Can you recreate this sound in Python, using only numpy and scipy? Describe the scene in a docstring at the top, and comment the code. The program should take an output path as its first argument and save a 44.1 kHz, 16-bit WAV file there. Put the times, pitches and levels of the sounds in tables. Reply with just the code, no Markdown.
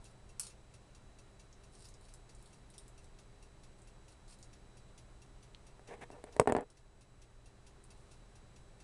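"""A quiet room, heard through a camera's microphone: a pendulum clock ticks unevenly from start to end.
First, on a table, small scissors snip and stiff plastic crinkles, in splinters and dense tiny cracks of noise.
Then a button clicks and a hand reaches for the camera: fingers rub its shell, which rings, knocks hard and
rattles to rest; the gain control dips and creeps back. A few faint plastic sounds follow.
Appliance hum, electronic whine, room rumble and preamplifier hiss lie below throughout."""
import sys
import numpy as np
from scipy import signal
from scipy.fft import rfft, irfft, next_fast_len
from scipy.io import wavfile
from scipy.ndimage import uniform_filter1d

SR = 44100
rng = np.random.default_rng(int(sys.argv[2]) if len(sys.argv) > 2 else 0)


def dump(signal):
    """Clip the signal to [-1, 1] and save it as 16-bit WAV at the path in sys.argv[1]."""
    limited = np.clip(np.atleast_2d(signal).T, -1, 1)
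    pcm = np.round(limited * 32767).astype(np.int16)
    wavfile.write(sys.argv[1], SR, pcm)


def level_to_linear(level):
    """Convert decibel levels to linear amplitude factors, elementwise."""
    exponent = np.asarray(level, float) / 20
    return 10 ** exponent


N = 389403  # samples

# Clearest snips and plastic snaps at the table, before room and microphone.
# Each row: start in seconds, peak of the bright band in dB, centre of that band in Hz.
TABLE_SNAPS = [(0.0427, -46, 8250), (0.3962, -17, 9400), (0.4092, -35, 8690), (0.4316, -36, 7300),
               (0.4682, -39, 8000), (1.5277, -51.5, 6030), (1.7519, -50.5, 7350), (1.7938, -52, 8600),
               (1.8543, -40.5, 9100), (1.8873, -45.5, 7900), (1.94, -50, 6460), (2.0108, -52, 9500),
               (2.1382, -39.5, 8460), (2.3493, -50.5, 7700), (2.4254, -46, 9350), (2.4586, -49, 8650),
               (2.7015, -47, 8850), (2.7806, -35.5, 8600), (2.88, -41.5, 8750), (3.0433, -53, 7560),
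               (3.8186, -50, 7800), (4.2804, -51, 7800), (4.3879, -52, 8540), (4.4275, -44.5, 6900),
               (6.7017, -45.5, 7820), (7.8394, -46.5, 8870)]
# Swells of plastic crinkling between the fingers.
# Each row: start in seconds, length in seconds, level of the brightest part in dB.
CRINKLE_SWELLS = [(0, 0.14, -76), (.4, 0.1, -58), (1.69, 0.25, -69), (1.94, 0.28, -79), (2.33, 0.3, -78),
                  (2.65, 0.27, -81), (3.02, 0.029, -80), (3.78, 0.029, -74), (4.09, 0.05, -72.5),
                  (4.27, 0.08, -63), (4.38, 0.11, -76), (7.87, 0.38, -81.5)]
# Blows on the camera shell.
# Each row: start in seconds, relative strength in dB, hard crack relative to the blow in dB.
SHELL_BLOWS = [(5.7943, -48, -7), (6.1027, -42, -12), (6.24, -36.5, -7), (6.3652, -34, -9.5),
               (6.3973, -7, -6.5), (6.4150, -20, -25.5), (6.4577, -33.5, -22.5), (6.4741, -14.5, -15),
               (6.4814, -25, -16), (6.4895, -25, -16), (6.4977, -16, -20), (6.5224, -13.5, -13),
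               (6.5500, -15, -23), (6.5655, -16.5, -17), (6.578, -33, -17), (6.5860, -24.5, -31),
               (6.6084, -36, -6)]
# Fingers rubbing the shell, one stroke a row.
# Each row: start in seconds, length in seconds, grains that ring the shell in dB, scraping rasp in dB.
FINGER_STROKES = [(5.865, 0.099, -81, -46), (5.903, 0.049, -83, -61), (5.93, 0.094, -89, -59),
                  (6.005, 0.045, -77, -39.5), (6.1, 0.12, -81, -76), (6.258, 0.046, -83, -55),
                  (6.31, 0.15, -86.5, -66), (6.475, 0.044, -58, -70), (6.545, 0.068, -63, -65),
                  (6.597, 0.046, -69.5, -66)]
# Ringing modes of the camera shell.
# Each row: frequency in Hz, relative level in dB, time to fall by 60 dB in seconds.
SHELL_MODES = [(153, -10, .06), (235, -4, 0.046), (293, -6, 0.03), (432, -8.5, 0.087), (435.5, -10, 0.055),
               (483, -4, 0.1), (531, -9, .04), (609, 0, 0.03), (712, -3.5, 0.023), (780, 3, 0.025),
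               (920, -14.5, 0.03), (1067, -13.5, 0.014), (1410, -14.5, 0.015), (1610, -23, 0.0152),
               (1750, -9.5, 0.012), (2410, -29, 0.023)]
# Ringing modes of the clock case.
# Each row: frequency in Hz, relative level on the tick in dB, relative level on the tock in dB.
CLOCK_MODES = [(2704, 6.5, 2), (3630, -16.5, -33), (4910, -14, -15), (4805, 3, -3), (5750, 5.5, 2),
               (6070, 10.5, -1), (6430, -6, -3), (6880, 9.5, 0.5), (8780, -8.5, 5), (9820, 9, 2.5),
               (10300, -9, 2), (10920, -7, -26)]
# Steady hum of appliances. Each row: frequency in Hz, level before its waver in dB rms.
APPLIANCE_HUM = [(29.6, -69), (119.8, -69), (133.2, -78), (199.2, -77), (266.5, -92), (332.4, -86),
                 (399.7, -78)]
# Whine of the camera electronics. Each row: frequency in Hz, level before its waver in dB rms.
CAMERA_WHINE = [(3934, -82), (7867, -85)]
# Colour of room rumble and preamplifier hiss. 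Each row: frequency in Hz, relative density in dB per Hz.
AIR_COLOUR = [(6, -16), (10, -0.5), (34, 2.5), (91, -7.5), (130, -9.5), (222, -17.5), (368, -17),
              (403, -16), (440, -19.5), (600, -18.5), (1000, -23), (2000, -29), (3300, -33.5), (5550, -36),
              (8500, -36.5), (10200, -37.5), (11000, -41), (13000, -40.5)]


def rms_one(x):
    """Scales to an rms of 1."""
    return x / np.sqrt(np.mean(x ** 2) + 1e-20)


def peak_one(x):
    """Scales to a peak of 1."""
    return x / np.abs(x).max()


def band(x, low_hz, high_hz):
    """Keeps the band between two frequencies."""
    sos = signal.butter(2, [low_hz, min(high_hz, SR / 2.2)], "band", fs=SR, output="sos")
    return signal.sosfilt(sos, x)


def add(out, start_s, sound):
    """Lays a sound into the mix from its start, cut at the end."""
    i = round(start_s * SR)
    out[i:i + len(sound)] += sound[:N - i]


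def swells(rows):
    """Gain that rises smoothly and sinks again for each row of start, length and dB."""
    out = np.zeros(N)
    for start_s, length_s, db in rows:
        add(out, start_s, level_to_linear(db) * signal.windows.tukey(int(length_s * SR), .6))
    return out


def grains(per_s, spread_db):
    """Random clicks of uneven size and either sign, with an rms of 1."""
    sizes = level_to_linear(spread_db * np.minimum(rng.exponential(1, N), 5)) * rng.choice([-1, 1], N)
    return rms_one(sizes * (rng.random(N) < per_s / SR))


def cracks(times, levels_db, decay_s):
    """Short splinters of noise that die away exponentially."""
    out, t = np.zeros(N), np.arange(900) / SR
    noises = rng.standard_normal((len(times), len(t)))
    for start_s, db, noise in zip(times, levels_db, noises):
        add(out, start_s, level_to_linear(db) * noise * np.exp(-t / decay_s))
    return out


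def ring(clicks, hz, t60_s):
    """Damped resonance: a unit click sets a sine of height 1 ringing."""
    radius, angle = level_to_linear(-60 / (t60_s * SR)), 2 * np.pi * hz / SR
    poles = [1, -2 * radius * np.cos(angle), radius * radius]
    return signal.lfilter([0, np.sin(angle)], poles, clicks + 1e-18)


def drift(knots_per_s):
    """Slow random wander through knots of spread 1."""
    knots = rng.standard_normal(int(N / SR * 40) + 3)
    return np.interp(np.arange(N) / SR * knots_per_s, np.arange(len(knots)), knots)


def snaps():
    """Each snip or snap is a millisecond splinter with a bright band, a lower band and a faint body."""
    out, t = np.zeros(N), np.arange(600) / SR
    for start_s, db, hz in TABLE_SNAPS:
        # lower band relative to the bright one: weaker in louder snaps, with 3.5 dB of spread
        low_db = -7.5 - .25 * (db + 50) + 3.5 * rng.standard_normal()
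        splinter = rng.standard_normal(len(t)) * np.exp(-t / 0.00098)
        bright = peak_one(band(splinter, hz * 0.75, hz * 1.28))
        low = peak_one(band(splinter, 3780, 7300))
        body = peak_one(band(splinter, 340, 4100))
        add(out, start_s, level_to_linear(db) * (bright + level_to_linear(low_db) * low + level_to_linear(-20) * body))
    return out


def crinkle():
    """Folding plastic gives dense tiny cracks, brightest near 9 kHz."""
    cracking = grains(1800, 5.2)
    sound = rms_one(band(cracking, 7600, 10400))
    for db, low_hz, high_hz in [(-6.5, 1900, 4900), (-8.5, 3630, 5700), (-11, 450, 1600)]:
        sound = sound + level_to_linear(db) * rms_one(band(cracking, low_hz, high_hz))
    return swells(CRINKLE_SWELLS) * sound


def camera_shell():
    """Blows and rubbing grains ring one shell; returns ring with thud, then hard cracks with rasp."""
    start_s, db, crack_db = np.transpose(SHELL_BLOWS)
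    rub_s, length_s, rub_db, rasp_db = np.transpose(FINGER_STROKES)
    friction = grains(3500, 3.0)
    rub = swells(zip(rub_s, length_s, rub_db)) * friction
    # light strokes hardly move the lowest modes
    heavy_db = rub_db + 0.49 * (rub_db + 66.5)
    heavy_rub = swells(zip(rub_s, length_s, heavy_db)) * friction
    # a loose part inside strikes back after about 3 ms, sooner after a very hard blow
    delay_s = np.interp(db, [-14, -7], [.003, .0018]) * rng.uniform(.93, 1.07, len(db))
    blow_at = np.round(start_s * SR).astype(int)
    rebound_at = np.round((start_s + delay_s) * SR).astype(int)

    ringing = np.zeros(N)
    for hz, mode_db, t60_s in SHELL_MODES:
        strength_db = db - 10 + rng.normal(0, 3, len(db))
        if hz > 900:  # a harder crack excites the high modes more
            strength_db += .5 * (crack_db + 16)
        if hz < 350:  # weak blows excite the low modes less
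            strength_db += .3 * np.minimum(db + 25, 0)
        push = (heavy_rub if hz < 350 else rub).copy()
        push[blow_at] += level_to_linear(strength_db)
        push[rebound_at] += level_to_linear(-4.5) * level_to_linear(strength_db)
        ringing += level_to_linear(mode_db) * ring(push, hz, t60_s)
    ringing = band(band(ringing, 200, 3200), 60, 4100)
    # low push that a blow sends through the camera
    thud = level_to_linear(-1) * band(band(cracks(start_s, db, .006), 20, 220), 20, 220)

    crack = cracks(start_s, db + crack_db, 0.001)
    hard = level_to_linear(6) * band(crack, 1550, 2200) + level_to_linear(-8.5) * band(crack, 2300, 2900)
    hard += level_to_linear(2.5) * band(crack, 3200, 4700) + level_to_linear(3.5) * band(crack, 7400, 10200)
    rasp = swells(zip(rub_s, length_s, rasp_db)) * grains(4000, 2.5)
    scrape = band(rasp, 1400, 2200) + 0.29 * band(rasp, 3300, 3600)
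    scrape += 0.66 * band(rasp, 900, 1500) + level_to_linear(-19) * band(rasp, 4000, 10500)
    return ringing + thud, hard + scrape


def button():
    """A small plastic part on the camera gives one crisp click, a splinter of noise in a middle band."""
    start_s, peak_db = 5.5475, -39
    return level_to_linear(peak_db) * peak_one(band(cracks([start_s], [0], 0.00076), 2500, 4800))


def clock():
    """The escapement lands with a strike and short chatter that ring the case; tick and tock fall unevenly."""
    first_tick_s, swing_s, tock_after_s = .0525, .44791, .2385
    case_t60_cycles = 190
    out, t = np.zeros(N), np.arange(2500) / SR
    tick = (-95.5, .002, .02)  # ringing level in dB, chatter rise in s, chatter fall in s
    tock = (-87.5, .005, .016)
    for side, (ring_db, rise_s, fall_s) in enumerate([tick, tock]):
        chatter, strikes = np.zeros(N), np.zeros(N)
        shape = (1 - np.exp(-t / rise_s)) * np.exp(-t / fall_s)
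        for beat_s in np.arange(first_tick_s + side * tock_after_s, N / SR, swing_s):
            jitter_s, jitter_db = rng.normal(0, [.001, 1.1])
            # the chatter sets in 2 ms before the strike
            add(chatter, beat_s - .002 + jitter_s, level_to_linear(jitter_db) * shape * rng.standard_normal(len(t)))
            add(strikes, beat_s + jitter_s, level_to_linear(np.array([jitter_db + 18.5])))
        push = strikes + .6 * chatter
        for mode in CLOCK_MODES:
            hz, mode_db = mode[0], mode[1 + side]
            out += level_to_linear(ring_db + mode_db) * ring(push, hz, case_t60_cycles / hz)
        out += level_to_linear(-57.5) * band(chatter, 2070, 11000)
    return out


def room(x, low_hz):
    """Dense reflections begin after 2 ms and die away by 60 dB in a tenth of a second."""
    t60_s = 0.1
    t = np.arange(SR // 2) / SR
    tail = rng.standard_normal(len(t)) * level_to_linear(-60 * t / t60_s) * (t > .002)
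    return signal.fftconvolve(x, band(tail / np.linalg.norm(tail), low_hz, 13000))[:N]


def tones(lines, waver_db):
    """Appliances and electronics give steady sines whose level wavers a little."""
    t, out = np.arange(N) / SR, np.zeros(N)
    for hz, db in lines:
        level = np.sqrt(2) * level_to_linear(db + waver_db * drift(2.7))
        out += level * np.sin(2 * np.pi * (hz * t + rng.random()))
    return out


def air():
    """Room rumble and preamplifier hiss are one smooth noise, coloured in the spectrum."""
    level_db = -58.5  # rms
    size = next_fast_len(N)
    hz, db = np.transpose(AIR_COLOUR)
    bins_hz = np.arange(size // 2 + 1) * SR / size
    colour = level_to_linear(np.interp(np.log(bins_hz + 1), np.log(hz), db))
    noise = irfft(rfft(rng.standard_normal(size)) * colour, size)[:N]
    return level_to_linear(level_db) * rms_one(noise)


def scene():
    """Table sounds and camera handling with their reflections, over the clock and the quiet room."""
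    table = snaps() + crinkle()
    shell, hard = camera_shell()
    click = button()
    # the table excites the room far more than the handling close to the microphone
    to_room = level_to_linear(0.5) * table + level_to_linear(-15.5) * hard + level_to_linear(-16.5) * shell + level_to_linear(-13) * click
    near = table + shell + hard + click + room(to_room, 300)
    background = clock() + tones(APPLIANCE_HUM, 1.3) + tones(CAMERA_WHINE, 1.7) + air()
    return (near + background)[None]


def top_cut(x):
    """Nothing passes above the cut-off."""
    return signal.sosfilt(signal.butter(12, 12550, fs=SR, output="sos"), x)


def record(dry):
    """Gain control eases down on loud sound and creeps back; the microphone falls off steeply at the top."""
    threshold_db, cut_per_db, most_cut_db = -37.0, 0.42, 4.5
    recovery_db_per_s, ease_s = 3.43, .08
    level_db = 10 * np.log10(uniform_filter1d(dry[0] ** 2, size=2048) + 1e-12)
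    cut_db = np.clip(cut_per_db * (level_db - threshold_db), 0, most_cut_db)
    # hold the deepest cut so far, less what has been recovered since
    creep_db = recovery_db_per_s * np.arange(N) / SR
    held_db = np.maximum.accumulate(cut_db + creep_db) - creep_db
    r = np.exp(-1 / (ease_s * SR))
    levelled = dry * level_to_linear(-signal.lfilter([1 - r], [1, -r], held_db))

    edge_hz = 11100
    steep = signal.cheby2(12, 70, edge_hz * 1.077, fs=SR, output="sos")
    # a weak band of treble remains above the edge
    mix = signal.sosfilt(steep, levelled) + level_to_linear(-14) * band(levelled, edge_hz, 12490)
    return top_cut(mix)


dry = scene()
out = record(dry)
dump(out)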